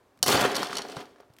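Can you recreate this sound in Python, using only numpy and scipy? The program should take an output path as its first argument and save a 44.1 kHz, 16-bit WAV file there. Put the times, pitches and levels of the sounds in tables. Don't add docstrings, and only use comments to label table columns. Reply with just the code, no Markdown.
import sys
import numpy as np
from scipy import signal
from scipy.fft import rfft, irfft
from scipy.io import wavfile

SR = 44100
rng = np.random.default_rng(int(sys.argv[2]) if len(sys.argv) > 2 else 0)


def int16_out(signal):
    q = np.round(np.clip(np.atleast_2d(signal).T, -1, 1) * 32767)
    wavfile.write(sys.argv[1], SR, q.astype(np.int16))


N = 61739
T = np.arange(N) / SR

# frequency_hz, relative_db
ROOM_COLOUR = [(25, -13.5), (100, 6), (170, -7), (260, 5), (500, 2.5), (1200, -3.5), (2500, -14.5),
               (6000, -21), (15000, -28.5)]
RUMBLE_COLOUR = [(25, -21), (50, -13.5), (75, -5.5), (130, 2), (200, -4), (400, -26), (2000, -48)]
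DRAG_COLOUR = [(100, -52), (220, -3.5), (330, -1.5), (430, 5.5), (560, -6), (720, -1), (1000, -18),
               (4000, -36)]
TUMBLE_COLOUR = [(35, -34), (90, -16), (160, -4.5), (350, -1), (750, -2), (1400, -4.5), (2100, -9),
                 (3500, -18), (6000, -32), (16000, -62.5)]
KNOCK_COLOUR = [(60, -22), (250, 1.5), (700, 5.5), (1500, 2.5), (2400, -11.5), (5000, -11), (15000, -40)]
CRACKLE_COLOUR = [(300, -27), (1500, -9.5), (2300, -5), (3300, 2.5), (4400, -4), (5100, -1), (6200, -3.5),
                  (7400, -6), (8800, -3.5), (10500, -7.5), (15500, -10.5)]
CLINK_COLOUR = [(200, -21.5), (900, -8.5), (2300, -14.5), (3200, -7.5), (4200, 1.5), (5600, -1.5),
                (7400, -6.5), (9000, -5), (12000, -6), (16000, -17)]
# pitch_hz, level_db, t60_s
BIN_MODES = [(193, 0.5, 0.21), (270, -3, .25), (300, -3.5, .28), (395, 8, 0.18), (455, 1, 0.38),
             (611.5, 0.5, 0.35), (710, 2, 0.31), (730, 6.5, 0.18), (857, -4.5, .22), (1034, -14, 0.16),
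             (1081, -9, .22), (1255, -11.5, .2), (1283, 0, 0.31), (1420, -2, 0.15)]
SCOOP_MODES = [(3004, -1, .065), (3870, -10, 0.05), (4340, -5, .055), (4480, -9, 0.054), (5260, -0.5, .035),
               (5656, 2, .04), (6380, 0, 0.039), (8200, -5, .035), (8560, -6, .035), (8970, -10.5, .035),
               (11300, -10, .035), (13250, -16.5, 0.025)]
# time_s, level_db
TUMBLE_LEVELS = [(.259, -33), (.264, -26), (.277, -32), (.284, -22), (.32, -24), (.345, -20.5), (.384, -23),
                 (.425, -21), (.45, -18.5), (.472, -28), (.54, -31.5), (.62, -31), (.688, -39),
                 (.745, -38.5), (.795, -35.5), (.825, -45.5), (.935, -47.5), (1.01, -41.5), (1.06, -56.5),
                 (1.145, -66), (1.22, -60.5), (1.29, -81.5)]
# time_s, level_db
CRACKLE_LEVELS = [(.259, -70), (.264, -31.5), (.31, -29), (.35, -25), (.384, -29.5), (.415, -31),
                  (.45, -32.5), (.475, -36.5), (.535, -42), (.575, -36.5), (.645, -39.5), (.69, -45),
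                  (.72, -43.5), (.785, -40.5), (.835, -57), (.92, -46), (.94, -52.5), (1.01, -45.5),
                  (1.04, -62.5), (1.15, -71.5), (1.29, -83)]
# time_s, gain_db
TREBLE_GAINS = [(0, 9.5), (.32, -1.5), (.375, -17), (.42, 0), (.47, -15.5), (.6, -12.5), (.8, -22.5),
                (1.0, -19)]
# start_s, level_db, pitch_hz
BIN_BUMPS = [(0.232, -34.5, 159), (0.294, -32, 90), (.342, -25, 140), (0.383, -35, 75), (0.968, -34, 130),
             (1.301, -50, 89)]
# start_s, level_db, pitch_hz
SETTLING_TICKS = [(.175, -51, 1120), (.190, -51, 1690), (1.206, -51, 4300), (1.337, -50, 3060),
                  (1.366, -49, 2160), (1.386, -41, 1850)]
# start_s, level_db, pitch_hz
CUBE_KNOCKS = [(.228, -14, 894), (0.232, -25.5, 449), (.236, -14.5, 1150), (0.326, -11, 1440),
               (0.351, -14.5, 626), (.445, -18.5, 755), (.451, -23, 990), (.630, -10, 1170),
               (.715, -23.5, 485), (0.7293, -16, 1300), (.794, -19.5, 626), (.8505, -23.5, 740),
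               (.899, -27, 417), (.925, -30.5, 396), (.969, -22, 770), (1.160, -40, 1400),
               (1.184, -42, 598), (1.202, -33.5, 550), (1.232, -44, 903), (1.301, -46, 520)]
# start_s, level_db
BLADE_STRIKES = [(0.228, -9), (0.2392, -22.5), (0.262, -22), (.2665, -23.5), (.2805, -16.5), (.2835, -19.5),
                 (.3605, -26), (.411, -20), (.500, -32), (.517, -26), (.547, -25), (.554, -16.5),
                 (0.563, -17.5), (0.5664, -14), (.6312, -20.5), (.646, -31), (.670, -26), (.707, -31.5),
                 (.7305, -26.5), (0.754, -22), (0.7694, -14), (.7725, -22.5), (0.7833, -18), (.789, -26),
                 (.819, -23), (.885, -33), (.898, -34.5), (0.918, -36), (0.967, -29.5), (1.056, -45)]

TUMBLES_PER_S, TUMBLE_SCATTER_DB = 1800, 1.5
BLADE_HZ = 4420
CLINK_T60_S = 0.018


def amp(db):
    return 10 ** (np.asarray(db) / 20)


def unit(x):
    return x / np.sqrt(np.mean(x ** 2))


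def curve(points):
    time_s, level_db = np.array(points).T
    return amp(np.interp(T, time_s, level_db, left=-120))


def fade(t60_s):
    return np.exp(-np.log(1000) * T / t60_s)


def ring(hz, t60_s, size=12000):
    t = T[:size]
    attack = 1 - np.exp(-4 * hz * t)
    motion = np.sin(2 * np.pi * hz * t) * fade(t60_s)[:size] * attack
    return np.diff(motion, prepend=0) / (2 * np.sin(np.pi * hz / SR))


def through(x, response):
    return signal.fftconvolve(x, response)[:N]


def colour(x, points):
    hz, db = np.array(points).T
    grid_hz = np.maximum(np.fft.rfftfreq(N, 1 / SR), 1)
    gain = amp(np.interp(np.log(grid_hz), np.log(hz), db))
    cepstrum = irfft(np.log(gain), N)
    causal = cepstrum * (T > 0) * (T < T[-1] / 2)
    response = irfft(np.exp(2 * rfft(causal)), N)
    return through(x, response / np.linalg.norm(response))


def add(out, start_s, x):
    i = int(np.clip(start_s * SR, 0, N - 1))
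    out[i:i + len(x)] += x[:N - i]


def contacts(per_s, scatter_db):
    occurs = rng.random(N) < per_s / SR
    strength = amp(scatter_db * np.clip(rng.standard_normal(N), -2, 2))
    return occurs * strength * np.sign(rng.standard_normal(N))


def crumble(hits):
    power = np.maximum(through(hits ** 2, fade(t60_s=0.016) ** 2), 0)
    grit = unit(np.sqrt(power) * rng.standard_normal(N))
    return unit(unit(hits) + amp(3) * grit)


def bursts(events, t60_s, points):
    power, decay = np.zeros(N), fade(t60_s) ** 2
    for start_s, level_db, *_ in events:
        add(power, start_s, amp(level_db) ** 2 * decay)
    return colour(np.sqrt(power) * rng.choice([-1, 1], N), points)


def room_tone():
    return amp(-63.5) * colour(rng.standard_normal(N), ROOM_COLOUR)


def reflections(x, t60_s, level_db):
    tail = rng.standard_normal(N) * fade(t60_s) * (T > 0.0015)
    return amp(level_db) * through(x, tail / np.linalg.norm(tail))


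def bin_resonance(cubes):
    body = sum(amp(db) * ring(hz, t60_s) for hz, db, t60_s in BIN_MODES)
    return amp(-6.5) * through(cubes, 2 * body / np.abs(rfft(body)).max())


def bin_rumble(peak_s=0.355, width_s=0.095):
    push = amp(-36.5) * np.exp(-((T - peak_s) / width_s) ** 2)
    return push * colour(rng.standard_normal(N), RUMBLE_COLOUR)


def bin_bumps(t60_s=0.05):
    out = amp(-8) * bursts(BIN_BUMPS, t60_s, RUMBLE_COLOUR)
    for start_s, level_db, pitch_hz in BIN_BUMPS:
        add(out, start_s, amp(level_db) * ring(pitch_hz, t60_s))
    return out


def scoop_drag(start_s=0.834, end_s=1.0, release_db_per_s=124.5):
    onset = np.clip((T - start_s) / 0.015, 0, 1)
    release = amp(-release_db_per_s * np.maximum(T - end_s, 0))
    scrape = colour(contacts(TUMBLES_PER_S, TUMBLE_SCATTER_DB), DRAG_COLOUR)
    return amp(-31.5) * scrape * onset * release


def settling_cubes(ring_cycles=9):
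    out = amp(-7) * bursts(SETTLING_TICKS, CLINK_T60_S, CRACKLE_COLOUR)
    for start_s, level_db, pitch_hz in SETTLING_TICKS:
        add(out, start_s, amp(level_db) * ring(pitch_hz, ring_cycles / pitch_hz))
    return out


def tumbling_cubes():
    hits = crumble(contacts(TUMBLES_PER_S, TUMBLE_SCATTER_DB))
    return colour(hits, TUMBLE_COLOUR) * curve(TUMBLE_LEVELS)


def knocking_cubes(ring_cycles=5.66):
    out = amp(-11.5) * bursts(CUBE_KNOCKS, t60_s=0.03, points=KNOCK_COLOUR)
    for start_s, level_db, pitch_hz in CUBE_KNOCKS:
        add(out, start_s, amp(level_db) * ring(pitch_hz, ring_cycles / pitch_hz))
    return out


def ice_cover(x, split_hz=5940):
    dull = signal.sosfiltfilt(signal.butter(1, split_hz, fs=SR, output="sos"), x)
    return dull + (x - dull) * curve(TREBLE_GAINS)


def cracking_ice(size=900):
    cracks = contacts(per_s=1600, scatter_db=3.5)
    pitch_hz = rng.uniform(1500, 15500, N)
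    rings, decay = np.zeros(N), fade(t60_s=0.028)[:size]
    for i in np.flatnonzero(cracks):
        add(rings, T[i], cracks[i] * decay * np.sin(2 * np.pi * pitch_hz[i] * T[:size]))
    crunch = unit(colour(crumble(cracks) + amp(-2) * unit(rings), CRACKLE_COLOUR))
    rub = amp(-12) * unit(through(cracks, ring(BLADE_HZ, t60_s=0.01)))
    return (crunch + rub) * curve(CRACKLE_LEVELS)


def blade_clinks(dig_s=0.255, gripped_t60_ratio=0.74, modes_db=-17.5):
    out = amp(-4.5) * bursts(BLADE_STRIKES, CLINK_T60_S, CLINK_COLOUR)
    free = sum((-1) ** k * amp(db) * ring(hz, t60) for k, (hz, db, t60) in enumerate(SCOOP_MODES))
    gripped = np.array([amp(db) * ring(hz, t60 * gripped_t60_ratio) for hz, db, t60 in SCOOP_MODES])
    for start_s, level_db in BLADE_STRIKES:
        signs = rng.choice([-1, 1], len(SCOOP_MODES))
        weights = signs * amp(modes_db + rng.standard_normal(len(SCOOP_MODES)))
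        note_hz = BLADE_HZ * (1 + 0.015 * rng.standard_normal())
        note = amp(-10.5) * ring(note_hz, t60_s=0.024)
        clink = amp(modes_db) * free if start_s < dig_s else weights @ gripped + note
        add(out, start_s, amp(level_db) * clink)
    return out


def scene():
    cubes = tumbling_cubes() + scoop_drag() + bin_rumble() + knocking_cubes()
    blade = ice_cover(cracking_ice() + blade_clinks())
    in_bin = amp(-1.5) * (cubes + bin_resonance(cubes)) + amp(2) * blade
    bin_echo = reflections(in_bin, t60_s=0.16, level_db=-16.5)
    close = in_bin + bin_echo + bin_bumps() + settling_cubes()
    room_echo = reflections(close, t60_s=0.39, level_db=-14)
    return (close + room_echo + room_tone())[None]


def record(dry):
    return signal.sosfilt(signal.ellip(8, 0.2, 75, 15800, fs=SR, output="sos"), dry)


dry = scene()
out = record(dry)
int16_out(out)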